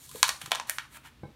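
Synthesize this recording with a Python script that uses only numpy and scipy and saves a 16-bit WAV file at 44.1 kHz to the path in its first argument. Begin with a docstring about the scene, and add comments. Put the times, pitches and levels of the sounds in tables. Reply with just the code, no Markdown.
"""Creases of a small folded sheet of stiff paper snap over in short cracks as hands open it.
Each crack is a noise burst of milliseconds, coloured by its crease and by the sheet's rings.
Small patches crinkle as decaying tones; fingers slide on the sheet as a dense rain of tiny clicks.
A hand bumps the wooden table, whose modes ring; a quiet furnished room answers and rumbles faintly."""
import sys
import numpy as np
from scipy import signal
from scipy.fft import rfft, irfft
from scipy.io import wavfile
from scipy.ndimage import uniform_filter1d

SR = 44100
rng = np.random.default_rng(int(sys.argv[2]) if len(sys.argv) > 2 else 0)


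def master_out(mix):
    """Clip the mix to full scale and print it as 16-bit PCM to the path in sys.argv[1]."""
    frames = np.transpose(np.atleast_2d(mix))
    ceiling = np.clip(frames, -1, 1)
    pcm = np.round(ceiling * 32767).astype(np.int16)
    wavfile.write(sys.argv[1], SR, pcm)


N = 59535


def amp(db):
    """Decibels to amplitude factor."""
    return 10 ** (np.asarray(db) / 20)


def rms_one(x):
    """Scales to rms 1."""
    return x / np.sqrt(np.mean(x ** 2) + 1e-20)


def at_hz(points, hz):
    """Reads a (frequency, value) table on a log frequency axis."""
    points = np.array(points)
    return np.interp(np.log(hz), np.log(points[:, 0]), points[:, 1])


def bump_at(hz, centre_hz, width_hz):
    """Bell of height 1 along frequency."""
    return np.exp(-2 * ((hz - centre_hz) / width_hz) ** 2)


# resonances of the held sheet, and dull regions of the near sounds such as one near 5 kHz: (frequency [Hz],
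# width [Hz], gain [dB])
SHEET_MODES = [(647, 150, 0.5), (925, 320, 1.5), (1730, 160, 4), (2300, 300, 1.5), (3200, 350, 0.5),
               (4110, 440, -1), (4960, 430, -4.5), (5800, 1200, 0.5), (7100, 230, 2.5), (8900, 1000, 4),
               (10900, 900, 0)]


def sheet_db(hz):
    """Near sounds favour the held sheet's resonances and are dulled in a few regions."""
    return sum(db * bump_at(hz, mode_hz, width_hz) for mode_hz, width_hz, db in SHEET_MODES)


# crease snaps: (time [s], level [dB], six band levels at SNAP_BAND_HZ [dB per octave], rise [ms],
# decay [ms], main ring [Hz], its lift [dB], second ring [Hz], its lift [dB])
CREASE_SNAPS = [(0.0912, -51, -40, -9, -50, -7.5, -9, -3, 0.7, 2.7, 1000, 3.4, 3300, 3.6),
                (0.1131, -43, -49, -14, -25, -17, -14.5, -10.5, 0.4, 2.4, 1170, 5, 1500, 4.4),
                (0.157, -54.5, -10, 1, -28, 1, -13, 6.5, 0.43, 1.3, 1020, 4, 3900, 3),
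                (0.2290, -22, -23.5, -2.5, -4.5, -3, 1.5, -5, 0.81, 0.8, 1050, 2.5, 4100, 5.5),
                (0.2798, -38, -39, -3.5, -5.5, -10, -9, 0.5, 0.84, 2.3, 4300, 6.2, 1860, 0.1),
                (0.2911, -31, -16.5, -8.5, -5, -5.5, 0.5, -7, 0.53, 2.15, 4200, 5.7, 614, 4.7),
                (0.414, -44.5, -11.5, -11.5, -6.5, -2, -6, -3.5, 1.5, 3.1, 3170, 3.6, 1380, 5.7),
                (0.4589, -43, -16, -11, -9, -5, -6, -6.5, 0.79, 2.2, 1240, 10.2, 4300, 1.5),
                (0.509, -49.5, -5, 0, -13, 0, -4, -7.5, 0.54, 2.1, 2290, 4.4, 700, 2),
                (0.5172, -24.5, -15.5, -7, -10, -1, -11, -14.5, 0.36, 1.5, 678, 8, 3670, 1.74),
                (0.549, -25.5, -26.5, -15, -18.5, -27, -13.5, -27, .4, 2, 1090, 3, 3696, 8.2),
                (0.5554, -49.5, -4, -0.5, -3.5, 10.5, 6, 1.5, 0.36, 1.4, 1700, 5.2, 900, 1.7),
                (0.5983, -44, -7.5, 3, -1.5, -3, 2.5, -15.5, 0.31, 1.5, 944, 9.5, 2540, 4.8),
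                (0.689, -50, -10, -13, -7, -4, -11, -8, 1.1, 3.2, 1600, 6.4, 895, 3.4),
                (0.6958, -32.5, -20.5, -17, -4, -10.5, -4.5, 2, 2, 0.88, 1600, 4.5, 600, 6.5),
                (0.7838, -34.5, -31, -6.5, -3.5, -5, -8.5, -19, 0.59, 1.58, 1490, 4.6, 4300, 1)]
# bands of the crease colour: (frequency [Hz])
SNAP_BAND_HZ = [650, 1000, 1870, 3350, 6000, 11300]
SNAP_BASS_DB_PER_OCT = 14  # fall below the lowest band
SNAP_TOP_DB = -8.5  # change from the highest band to 16 kHz
RING_WIDTH_SHARE = 0.18  # of the ring frequency


def snap_colour_db(hz, band_db, ring_hz, ring_db, second_hz, second_db):
    """Target spectrum of one snap: crease bands, sheet modes and two rings of its own."""
    points = [*zip(SNAP_BAND_HZ, band_db), (16000, band_db[-1] + SNAP_TOP_DB)]
    colour_db = at_hz(points, hz) - 10 * np.log10(hz / 1000)  # per octave to per Hz
    colour_db = colour_db + sheet_db(hz)
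    colour_db += ring_db * bump_at(hz, ring_hz, RING_WIDTH_SHARE * ring_hz)
    colour_db += second_db * bump_at(hz, second_hz, RING_WIDTH_SHARE * second_hz)
    return colour_db - SNAP_BASS_DB_PER_OCT * np.maximum(np.log2(SNAP_BAND_HZ[0] / hz), 0)


def causal_response(gain_db, size):
    """Minimum-phase response with the given gain, by folding the cepstrum."""
    cepstrum = irfft(gain_db * np.log(10) / 20)
    cepstrum[1:size // 2] *= 2
    cepstrum[size // 2 + 1:] = 0
    return np.exp(rfft(cepstrum))


def snaps():
    """Each crease gives way in a burst of milliseconds, coloured by crease and sheet."""
    size = 2048
    out = np.zeros(N + size)
    ms = np.arange(size) / SR * 1000
    hz = np.maximum(np.fft.rfftfreq(size, 1 / SR), 20)
    for start_s, level_db, *band_db, rise_ms, decay_ms, ring_hz, ring_db, second_hz, second_db in CREASE_SNAPS:
        rise = (1 - np.exp(-ms / max(rise_ms, 0.1))) ** 2
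        decay = np.exp(-ms / max(decay_ms, 0.2))
        burst = rfft(rng.standard_normal(size) * rise * decay)
        own_db = 10 * np.log10(uniform_filter1d(np.abs(burst) ** 2, size=15))
        want_db = snap_colour_db(hz, band_db, ring_hz, ring_db, second_hz, second_db)
        crack = irfft(burst * causal_response(want_db - own_db, size))
        start = int(start_s * SR)
        out[start:start + size] += amp(level_db) * SR / 250 * crack
    return out[:N]


# soft crinkles under the fingers: (time [s], level [dB], frequency [Hz])
SOFT_CRINKLES = [(.967, -56, 624), (.970, -43.5, 1390), (1.047, -51.5, 957), (1.053, -48.5, 1450)]
CRINKLE_PEAK_CYCLES = 2.2  # cycles from onset to envelope peak


def crinkles():
    """A small patch of the sheet buckles softly and rings for a few cycles."""
    t = np.arange(N) / SR
    out = np.zeros(N)
    for start_s, level_db, hz in SOFT_CRINKLES:
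        cycles = np.maximum(t - start_s, 0) * hz
        x = cycles / CRINKLE_PEAK_CYCLES
        out += amp(level_db) * np.e * x * np.exp(-x) * np.sin(2 * np.pi * cycles)
    return out


def coloured(x, spectrum, sheet_share=0):
    """Shapes steady noise to a spectrum table plus a share of the sheet's modes; rms 1."""
    hz = np.maximum(np.fft.rfftfreq(len(x), 1 / SR), 10)
    low_hz, high_hz = spectrum[0][0], spectrum[-1][0]
    octaves_outside = np.maximum(np.log2(low_hz / hz), 0) + np.maximum(np.log2(hz / high_hz), 0)
    gain_db = at_hz(spectrum, hz) - 30 * octaves_outside + sheet_share * sheet_db(hz)
    return rms_one(irfft(rfft(x) * amp(gain_db), len(x)))


# finger strokes: (start [s], loudest [s], end [s], treble level [dB], middle level [dB],
# top octave level [dB])
FINGER_STROKES = [(-.05, 0.061, 0.071, -52, -65, -61), (0.027, 0.103, 0.17, -53, -77, -64),
                  (0.104, 0.167, 0.3, -47.5, -56, -60), (0.383, 0.417, 0.58, -54, -55, -64),
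                  (0.665, 0.676, 0.81, -52, -55, -67), (0.89, 0.972, 0.981, -54.5, -51.5, -55),
                  (1.028, 1.062, 1.103, -58, -51.5, -68)]
# slide spectra, treble, middle and top octave: (frequency [Hz], density [dB per Hz])
TREBLE_SPECTRUM = [(2500, -12.5), (4000, 3), (5200, -1.5), (7200, 1.5), (9000, -2), (12000, 0.5),
                   (15500, -8), (16500, -14.5)]
MIDDLE_SPECTRUM = [(500, -8.5), (900, 3), (1500, 3), (2400, 2.5), (3600, -1.5), (5500, -11.5)]
AIR_SPECTRUM = [(8000, 0), (16000, -2.5)]
FIBRES_PER_S, FIBRE_SPREAD_DB = 12000, 2.5
STROKE_FADE_DB = 24  # loss at the start and end of a stroke


def stroke_swell(t, column):
    """Adds the power of all strokes in one level column; returns amplitude."""
    power = 0
    for row in FINGER_STROKES:
        start_s, loudest_s, end_s = row[:3]
        times_s = [start_s - 0.02, start_s, loudest_s, end_s, end_s + 0.02]
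        distance = np.interp(t, times_s, [3, 1, 0, 1, 3])
        power = power + amp(row[column] - STROKE_FADE_DB * distance ** 2) ** 2
    return np.sqrt(power)


def slide():
    """Skin catches on the fibres: a dense rain of uneven clicks swells with each stroke."""
    t = np.arange(N) / SR
    out = 0
    for column, spectrum in ((3, TREBLE_SPECTRUM), (4, MIDDLE_SPECTRUM), (5, AIR_SPECTRUM)):
        hits = rng.random(N) < FIBRES_PER_S / SR
        spread = amp(FIBRE_SPREAD_DB * np.minimum(rng.exponential(1, N), 2))
        grains = hits * rng.standard_normal(N) * spread
        out = out + stroke_swell(t, column) * coloured(grains, spectrum, sheet_share=1.0)
    return out


# hand bumps: (time [s], level [dB], gain of modes under 200 Hz [dB],
# gain of modes at 400-600 Hz [dB], contact [ms])
HAND_BUMPS = [(0.124, -60, 4, -11, 1.2), (0.1484, -45, -5, 27, 1.7), (0.436, -53.5, 7.5, 7, 1.7),
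              (0.477, -49.5, -6, -6.5, 0.53), (1.21, -56, 6.5, -9.5, 3.3), (1.2331, -35.5, -6.5, 6.5, 0.64),
              (1.255, -48, 2, 9, 0.21), (1.282, -62.5, 5.5, 21, 0.48)]
# table top modes: (frequency [Hz], level [dB], T60 [s])
TABLE_MODES = [(140.6, 9, 0.071), (200, 3, 0.067), (337, 5.5, 0.038), (460, -4, 0.024), (806, -3, 0.05),
               (1007, -12, .07), (1550, -12.5, 0.075), (2200, -13.5, 0.11), (3900, -11, 0.067)]


def bumps():
    """A soft contact rings the table top's modes; where the hand lands decides which."""
    out = np.zeros(N + SR)
    t = np.arange(SR // 4) / SR
    for start_s, level_db, low_db, knock_db, contact_ms in HAND_BUMPS:
        ring = 0
        for hz, mode_db, t60_s in TABLE_MODES:
            place_db = low_db * (hz < 200) + knock_db * (400 < hz < 600)
            softness_db = -3 * (hz * contact_ms / 1000) ** 2  # long contacts dull high modes
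            gain_db = level_db + mode_db + place_db + softness_db - 60 * t / t60_s
            ring = ring + amp(gain_db) * np.sin(2 * np.pi * hz * t)
        onset = (1 - np.exp(-t * 1000 / max(contact_ms, 0.1))) ** 2
        start = int(start_s * SR)
        out[start:start + len(t)] -= ring * onset
    return out[:N]


def band(x, low_hz, high_hz):
    """Band-pass."""
    return signal.sosfilt(signal.butter(2, [low_hz, high_hz], "band", fs=SR, output="sos"), x)


def wander(size, span_s):
    """Slow chance that holds for about span_s; rms 1."""
    span = max(int(span_s * SR), 2)
    smooth = uniform_filter1d(rng.standard_normal(size), span)
    return rms_one(uniform_filter1d(smooth, span))


# reverberation time: (frequency [Hz], T60 [s])
REVERB_T60 = [(400, 0.26), (1000, 0.28), (2500, 0.22), (6000, 0.3), (12000, 0.31)]
# tail colour: (frequency [Hz], level [dB])
REVERB_COLOUR = [(400, 2), (1000, 1.5), (2500, 4), (6000, -3), (12000, -3.5)]
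# single wall reflections: (delay [s], level [dB])
WALL_ECHOES = [(.0097, -19.5), (0.0115, -18), (0.027, -25.5)]
ROOM_DB, FIRST_WALL_S, EARLY_DB = -9.5, 0.0066, -7  # EARLY_DB applies before FIRST_WALL_S
TAIL_LUMP_DB, TAIL_LUMP_S = 1.5, 0.002  # the tail arrives in uneven clumps


def room(x):
    """Little returns until the nearest walls answer; then a dense tail dies band by band."""
    t = np.arange(SR // 2) / SR
    edges_hz = 200 * 2 ** np.arange(0, 6.6, 0.5)
    white = rng.standard_normal((2, len(t)))
    tail = 0
    for k, (low_hz, high_hz) in enumerate(zip(edges_hz, edges_hz[1:])):
        mid_hz = np.sqrt(low_hz * high_hz)
        decay_db = at_hz(REVERB_COLOUR, mid_hz) - 60 * t / at_hz(REVERB_T60, mid_hz)
        tail = tail + amp(decay_db) * band(white[k % 2], low_hz, high_hz)
    early_db = np.where(t < FIRST_WALL_S, EARLY_DB, 0)
    lump_db = TAIL_LUMP_DB * wander(len(t), TAIL_LUMP_S)
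    tail = tail * amp(early_db + lump_db) * np.minimum(t / 0.002, 1)
    tail = amp(ROOM_DB) * tail / np.sqrt(np.sum(tail ** 2))
    for delay_s, level_db in WALL_ECHOES:
        tail[int(delay_s * SR)] += amp(level_db)
    return signal.fftconvolve(x, tail)[:N]


# room rumble: (frequency [Hz], density [dB per Hz])
RUMBLE_SPECTRUM = [(40, -6), (70, 4), (100, -8.5), (134, 0.5), (170, -10.5), (240, -7), (400, -16.5),
                   (600, -22.5), (1200, -20), (3500, -23), (6000, -31.5), (15500, -39.5)]
RUMBLE_DB = -58.5  # rms


def rumble():
    """Steady noise, strongest in the bass."""
    return amp(RUMBLE_DB) * coloured(rng.standard_normal(N), RUMBLE_SPECTRUM)


def scene():
    """Sums paper, fingers and table, the room's answer to them, and the rumble."""
    near = snaps() + crinkles() + slide() + bumps()
    return (near + room(near) + rumble())[None]


MIC_LOW_HZ, STOP_HZ = 54, 16700  # STOP_HZ: 60 dB down
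PEAK_LIMIT = 0.92


def record(dry):
    """The microphone drops the deepest bass, peaks are rounded, the top is cut."""
    dry = signal.sosfilt(signal.butter(2, MIC_LOW_HZ, "high", fs=SR, output="sos"), dry)
    rounded = dry / (1 + np.abs(dry / PEAK_LIMIT) ** 10) ** 0.1
    return signal.sosfilt(signal.cheby2(12, 60, STOP_HZ, fs=SR, output="sos"), rounded)


dry = scene()
out = record(dry)
master_out(out)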